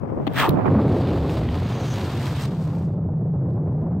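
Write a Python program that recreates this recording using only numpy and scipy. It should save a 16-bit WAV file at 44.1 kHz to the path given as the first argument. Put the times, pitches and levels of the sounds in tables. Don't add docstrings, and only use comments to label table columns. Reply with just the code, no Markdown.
import sys
import numpy as np
from scipy import signal
from scipy.fft import rfft, irfft
from scipy.io import wavfile
from scipy.ndimage import uniform_filter1d, minimum_filter1d

SR = 44100
rng = np.random.default_rng(int(sys.argv[2]) if len(sys.argv) > 2 else 0)


def master_out(mix):
    frames = np.transpose(np.atleast_2d(mix))
    ceiling = np.clip(frames, -1, 1)
    pcm = np.round(ceiling * 32767).astype(np.int16)
    wavfile.write(sys.argv[1], SR, pcm)


N = 176400
T = np.arange(N) / SR

# (time [s], level [dB])
BUFFET_ENVELOPE = [(0, -39), (.03, -33), (.47, -28), (.5, -20), (.61, -27.5), (.77, -14), (.82, -29.5),
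                   (.87, -18), (1.05, -20.5), (1.6, -22), (1.93, -25), (2.3, -24.5), (2.6, -23.5),
                   (3.3, -22), (4, -19.5)]
RUSH_ENVELOPE = [(0, -47), (.03, -30.5), (.09, -35.5), (.21, -29), (.25, -35.5), (.29, -34), (.34, -32.5),
                 (.47, -32.5), (.53, -24.5), (.62, -25), (.76, -20.5), (.95, -19), (1.25, -23),
                 (1.6, -29.5), (2.4, -34), (3.1, -32), (3.6, -27.5), (4, -28)]
RASP_ENVELOPE = [(0, -48), (.1, -43.5), (.25, -44.5), (.48, -33), (.55, -35), (.6, -29), (.66, -24.5),
                 (.72, -34), (.78, -30), (.85, -35.5), (1.2, -38.5), (1.6, -40), (2.0, -39), (2.45, -41),
                 (2.48, -48), (2.56, -41.5), (2.8, -45.5), (3.0, -58), (4, -63)]
# (frequency [Hz], relative level [dB])
BUFFET_SPECTRUM = [(20, -22), (38, -25.5), (60, -14.5), (90, 1), (125, 3.5), (165, -1), (210, -6.5),
                   (300, -27.5), (600, -54), (1500, -100.5)]
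RUSH_SPECTRUM = [(60, -23), (150, -3), (250, 3.5), (350, 0), (500, -4), (750, -11.5), (1000, -20.5),
                 (1500, -35), (2100, -48), (3200, -65.5), (6000, -93), (15000, -85.5)]
RASP_SPECTRUM = [(250, -15), (550, 1.5), (800, 1.5), (1150, -3), (1600, -13.5), (2400, -22), (4000, -44.5),
                 (7000, -61), (10000, -63.5), (12200, -48), (15000, -58)]
# (time [s], frequency [Hz])
DRONE_PITCH = [(1.6, 126), (2.2, 138), (2.46, 141.1), (2.56, 168.3), (2.9, 168), (3.12, 156), (3.25, 164.5),
               (3.45, 138), (3.65, 162), (3.77, 145), (3.95, 175.5)]
# (time [s], left minus right [dB])
SIDEWIND_BALANCE = [(0, 10.5), (.27, 0.5), (.38, 5), (.52, -4.5), (.68, -7.5)]
MONO_S, MONO_FADE_S = .685, .024
DRONE_FROM_S, DRONE_FULL_S = 1.9, 2.7
def wind():
    eddies = walk(53)
    buffet = colour(noise(), BUFFET_SPECTRUM)
    pitch_hz = np.interp(T, *np.array(DRONE_PITCH).T) + 3 * walk(8)
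    drone = band(pitch_hz, width_hz=23) * undb(1.5 + walk(8))
    build_up = np.interp(T, [DRONE_FROM_S, DRONE_FULL_S], [0, 1])
    rumble = (buffet + build_up * drone) * envelope(BUFFET_ENVELOPE)
    rumble *= undb([[0], [-2.5]])
    rush = noise() * undb(1.9 * eddies + .6 * walk(22))
    rush = colour(rush, RUSH_SPECTRUM) * envelope(RUSH_ENVELOPE)
    roughness = undb(1.4 * eddies + 3 * walk(370) + .6 * walk(10))
    rasp = colour(noise() * roughness, RASP_SPECTRUM) * envelope(RASP_ENVELOPE)
    stereo = np.interp(T, [MONO_S, MONO_S + MONO_FADE_S], [1, 0])
    balance_db = np.interp(T, *np.array(SIDEWIND_BALANCE).T) * stereo
    return spread(rumble + rush + rasp, stereo * undb(-.5)) * pan(balance_db)


# (peak time [s], Gaussian width [s], centre [Hz], bandwidth [Hz], level [dB])
GUST_EVENTS = [(0.515, 0.018, 150, 61.7, -20.5), (0.759, 0.029, 235, 68.6, -17),
               (1.374, 0.2, 79.6, 22, -23)]
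def gusts():
    return sum(band(hz, width_hz) * undb(db) * swell(peak_s, width_s)
               for peak_s, width_s, hz, width_hz, db in GUST_EVENTS)


# (time [s], level [dB], decay [s], left minus right [dB])
PUFF_EVENTS = [(.034, -26, 0.0098, 12), (.087, -43, 0.0071, 20.5), (.121, -27, 0.012, 6),
               (.174, -18.5, .006, 6.5), (.533, -14.5, 0.0064, -9.5), (2.811, -26.5, 0.0043, 0),
               (3.04, -28, 0.0031, 0), (3.36, -28, 0.0069, 0), (3.577, -28.5, 0.0046, 0),
               (3.674, -25.5, 0.01, 0), (3.867, -29, .008, 5)]
# (frequency [Hz], relative level [dB])
PUFF_SPECTRUM = [(80, -13), (250, 5), (550, -2.5), (850, -11), (1400, -25.5), (2500, -47), (6000, -78)]
def puffs():
    return bursts(PUFF_EVENTS, PUFF_SPECTRUM)


# (time [s], level [dB])
HISS_ENVELOPE = [(0, -87), (.5, -60.5), (.72, -52), (.88, -46), (1.12, -41), (1.22, -44), (1.33, -41.5),
                 (1.45, -44), (1.75, -40), (1.98, -38.5), (2.12, -40), (2.3, -39.5), (2.458, -40),
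                 (2.47, -50), (2.8, -57), (3.0, -74), (3.15, -77.5), (4, -78.5)]
TREBLE_ENVELOPE = [(0, -79), (.55, -71), (.78, -69), (.88, -61), (1.25, -57), (1.33, -53.5), (1.45, -59),
                   (1.7, -54.5), (1.98, -49.5), (2.12, -51), (2.3, -49.5), (2.458, -47), (2.47, -58.5),
                   (2.78, -62), (3.0, -83), (3.15, -88), (4, -88.5)]
HISS_SIDE_ENVELOPE = [(0, -76.5), (.8, -89), (.95, -65.5), (1.5, -61), (1.95, -59), (2.1, -52.5),
                      (2.45, -50.5), (2.5, -59), (2.8, -66), (3.0, -85), (4, -87.5)]
# (frequency [Hz], relative level [dB])
HISS_SPECTRUM = [(400, -6), (1000, 0.5), (2000, -4.5), (3600, -6.5), (4700, -11.5), (5500, -22.5),
                 (8000, -36), (16000, -38)]
TREBLE_SPECTRUM = [(2500, -19), (4800, 3.5), (6400, -0.5), (8200, -1.5), (9500, -8.5), (13000, -7),
                   (16000, -12)]
HISS_SIDE_SPECTRUM = [(1500, -73), (2800, -32), (3150, 4), (4200, 2.5), (5200, -7), (7200, -12.5),
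                      (8200, -20), (13000, -12.5), (16000, -27.5)]
def hiss():
    flutter = undb(.3 * walk(9) + .7 * walk(30) + 1.6 * walk(200))
    body, treble, side = noise(channels=3) * flutter
    treble *= undb(1.3 * walk(14))
    body = colour(body, HISS_SPECTRUM) * envelope(HISS_ENVELOPE)
    treble = colour(treble, TREBLE_SPECTRUM) * envelope(TREBLE_ENVELOPE)
    side = colour(side, HISS_SIDE_SPECTRUM)
    return spread([body + treble, side], envelope(HISS_SIDE_ENVELOPE))


# (time [s], level [dB])
SWISH_ENVELOPE = [(.3, -53), (.335, -44.5), (.37, -26.5), (.398, -18.5), (.425, -24), (.46, -29.5),
                  (.48, -38.5), (.5, -47.5)]
# (frequency [Hz], relative level [dB])
SWISH_SPECTRUM = [(200, -58.5), (600, 3.5), (900, 1.5), (1700, 6), (2400, -1.5), (3300, -3), (4200, -12.5),
                  (5000, -21), (8000, -27.5), (16000, -63)]
SWISH_SIDE_SPECTRUM = [(200, 14), (950, -30), (1300, -24), (2000, -16), (2600, 3), (3200, 8), (4200, -3),
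                       (5500, -13)]
SPRAY_SPECTRUM = [(2000, -15), (3200, -3), (5000, 5), (7000, -4), (8500, 5.5), (10000, -10), (13000, 4),
                  (16000, 8)]
def swish():
    roughness = undb(2 * walk(350))
    middle, side = noise() * roughness
    body = spread([colour(middle, SWISH_SPECTRUM), colour(side, SWISH_SIDE_SPECTRUM)], undb(-7))
    spray = colour(noise() * roughness, SPRAY_SPECTRUM) * undb(-10.5)
    centre_hz = np.interp(T, [.39, .45], [1432, 968])
    resonance = band(centre_hz, width_hz=350) * undb(-18.5) * swell(peak_s=.4433, width_s=.026)
    return (body + spray) * envelope(SWISH_ENVELOPE) + resonance


# (time [s], level [dB], frequency [Hz], decay [s], left minus right [dB])
KNOCK_EVENTS = [(0.2728, -5, 280, 0.0041, 11), (0.486, -4, 364, 0.003, 3), (0.494, -18.5, 151.6, 0.02, -9)]
def knocks():
    out = np.zeros((2, N))
    for start_s, db, hz, decay_s, balance_db in KNOCK_EVENTS:
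        attack = 1 - decay(start_s, .0013)
        swing = np.sin(2 * np.pi * hz * (T - start_s)) * decay(start_s, decay_s)
        out += undb(db) * pan(balance_db) * attack * swing
    return out


# (time [s], level [dB], decay [s], left minus right [dB])
TICK_EVENTS = [(.272, -45, .003, 13), (.335, -44.5, 0.0025, 24), (.4845, -31.5, .001, 2),
               (.4925, -17, 0.0012, 11), (.506, -34, .002, 2)]
# (frequency [Hz], relative level [dB])
TICK_SPECTRUM = [(1500, -28), (3000, -2), (4000, 2), (5000, -10), (7000, -20), (10500, -9), (12200, 2),
                 (14000, -9), (16000, 4.5)]
def ticks():
    return bursts(TICK_EVENTS, TICK_SPECTRUM)


# (time [s], level [dB], decay [s], left minus right [dB])
CRACKLE_EVENTS = [(.268, -23.5, 0.0057, 6.5), (.2755, -23.5, 0.0028, 12), (1.296, -25.5, 0.0024, 0),
                  (1.489, -26, 0.0022, 0)]
# (frequency [Hz], relative level [dB])
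CRACKLE_SPECTRUM = [(200, -15.5), (800, 11), (1500, -8), (3200, -4), (4200, -16.5), (5200, -36),
                    (16000, -42)]
def crackles():
    return bursts(CRACKLE_EVENTS, CRACKLE_SPECTRUM)


def sizzle():
    flicker = undb(2.2 * walk(25))
    return band(6200, width_hz=800) * undb(-52) * flicker * swell(peak_s=1.88, width_s=.13)


# (time [s], level [dB], decay [s], left minus right [dB])
RATTLE_EVENTS = [(3.451, -64, 0.0011, 1.5), (3.504, -57, 0.00091, -1), (3.536, -59, 0.00097, 0),
                 (3.56, -62.5, 0.00092, -0.5)]
# (frequency [Hz], relative level [dB])
RATTLE_SPECTRUM = [(1500, -12), (3000, 1), (5500, -6), (8000, -12), (12000, -13), (16000, -21)]
def rattle():
    return bursts(RATTLE_EVENTS, RATTLE_SPECTRUM)


# (frequency [Hz], relative level [dB])
RUSTLE_SPECTRUM = [(800, -14), (2000, 9), (4000, -1), (6500, -7), (9500, -17), (12500, -13), (16000, -25.5)]
RUSTLE_GRAINS_PER_S, GRAIN_DECAY_S = 260, .0008
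def rustle():
    onsets = rng.random(N) < RUSTLE_GRAINS_PER_S / SR
    impulses = onsets * undb(2 * rng.standard_normal(N))
    grains = signal.lfilter([1], [1, -np.exp(-1 / (GRAIN_DECAY_S * SR))], impulses)
    crackle = colour(grains * rng.standard_normal(N), RUSTLE_SPECTRUM)
    return crackle * undb(-79) * swell(peak_s=3.7, width_s=.3)


def bursts(events, spectrum):
    carrier = spread(noise(), T < MONO_S)
    gain = sum(undb(db) * pan(balance_db) * decay(start_s, decay_s)
               for start_s, db, decay_s, balance_db in events)
    return equalise(carrier * gain, spectrum)


def undb(db):
    return 10 ** (np.asarray(db) / 20)


def unit(x):
    return x / np.sqrt(np.mean(x ** 2))


def envelope(points):
    times, db = np.array(points).T
    edge_fade = np.clip(1 + np.minimum(T - times[0], times[-1] - T) * 10, 0, 1)
    return undb(np.interp(T, times, db)) * edge_fade


def decay(start_s, decay_s):
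    return (T >= start_s) * np.exp(-np.maximum(T - start_s, 0) / decay_s)


def swell(peak_s, width_s):
    return np.exp(-.5 * ((T - peak_s) / width_s) ** 2)


def equalise(x, spectrum):
    hz, db = np.array(spectrum).T
    bin_hz = np.maximum(np.arange(N // 2 + 1) * SR / N, 1)
    response = undb(np.interp(np.log(bin_hz), np.log(hz), db))
    return irfft(rfft(x) * unit(response), N)


def colour(x, spectrum):
    return unit(equalise(x, spectrum))


def noise(channels=2):
    return rng.standard_normal((channels, N))


def walk(rate_hz):
    bin_hz = np.arange(N // 2 + 1) * SR / N
    return unit(irfft(rfft(rng.standard_normal(N)) * np.exp(-(bin_hz / rate_hz) ** 2), N))


def band(hz, width_hz):
    phase = 2 * np.pi * np.cumsum(hz * np.ones(N)) / SR
    return unit(walk(width_hz) * np.cos(phase) + walk(width_hz) * np.sin(phase))


def pan(balance_db):
    return undb(np.array([[.5], [-.5]]) * balance_db)


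def spread(pair, side_gain):
    middle, side = pair
    return middle + np.array([[1], [-1]]) * side_gain * side


def scene():
    clicks = knocks() + crackles() + ticks() + rattle()
    return wind() + gusts() + puffs() + hiss() + swish() + rustle() + sizzle() + clicks


CEILING_START_DB, CEILING_END_DB, CEILING_FROM_S, CEILING_FALL_S = -8, -17, .82, .28
CROSSOVER_HZ, LIMITER_WINDOW_S, TOP_HZ = 1200, .0083, 15700
def record(dry):
    lows = signal.sosfiltfilt(signal.butter(2, CROSSOVER_HZ, fs=SR, output="sos"), dry)
    fall = np.exp(-np.maximum(T - CEILING_FROM_S, 0) / CEILING_FALL_S)
    ceiling = undb(CEILING_END_DB + (CEILING_START_DB - CEILING_END_DB) * fall)
    window = int(LIMITER_WINDOW_S * SR)
    gain = np.minimum(1, ceiling / (np.abs(lows) + 1e-9))
    gain = minimum_filter1d(gain, window)
    gain = uniform_filter1d(uniform_filter1d(gain, window // 2), window // 2)
    top_cut = signal.ellip(10, .2, 80, TOP_HZ, fs=SR, output="sos")
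    return signal.sosfilt(top_cut, dry - lows + lows * gain)


dry = scene()
out = record(dry)
master_out(out)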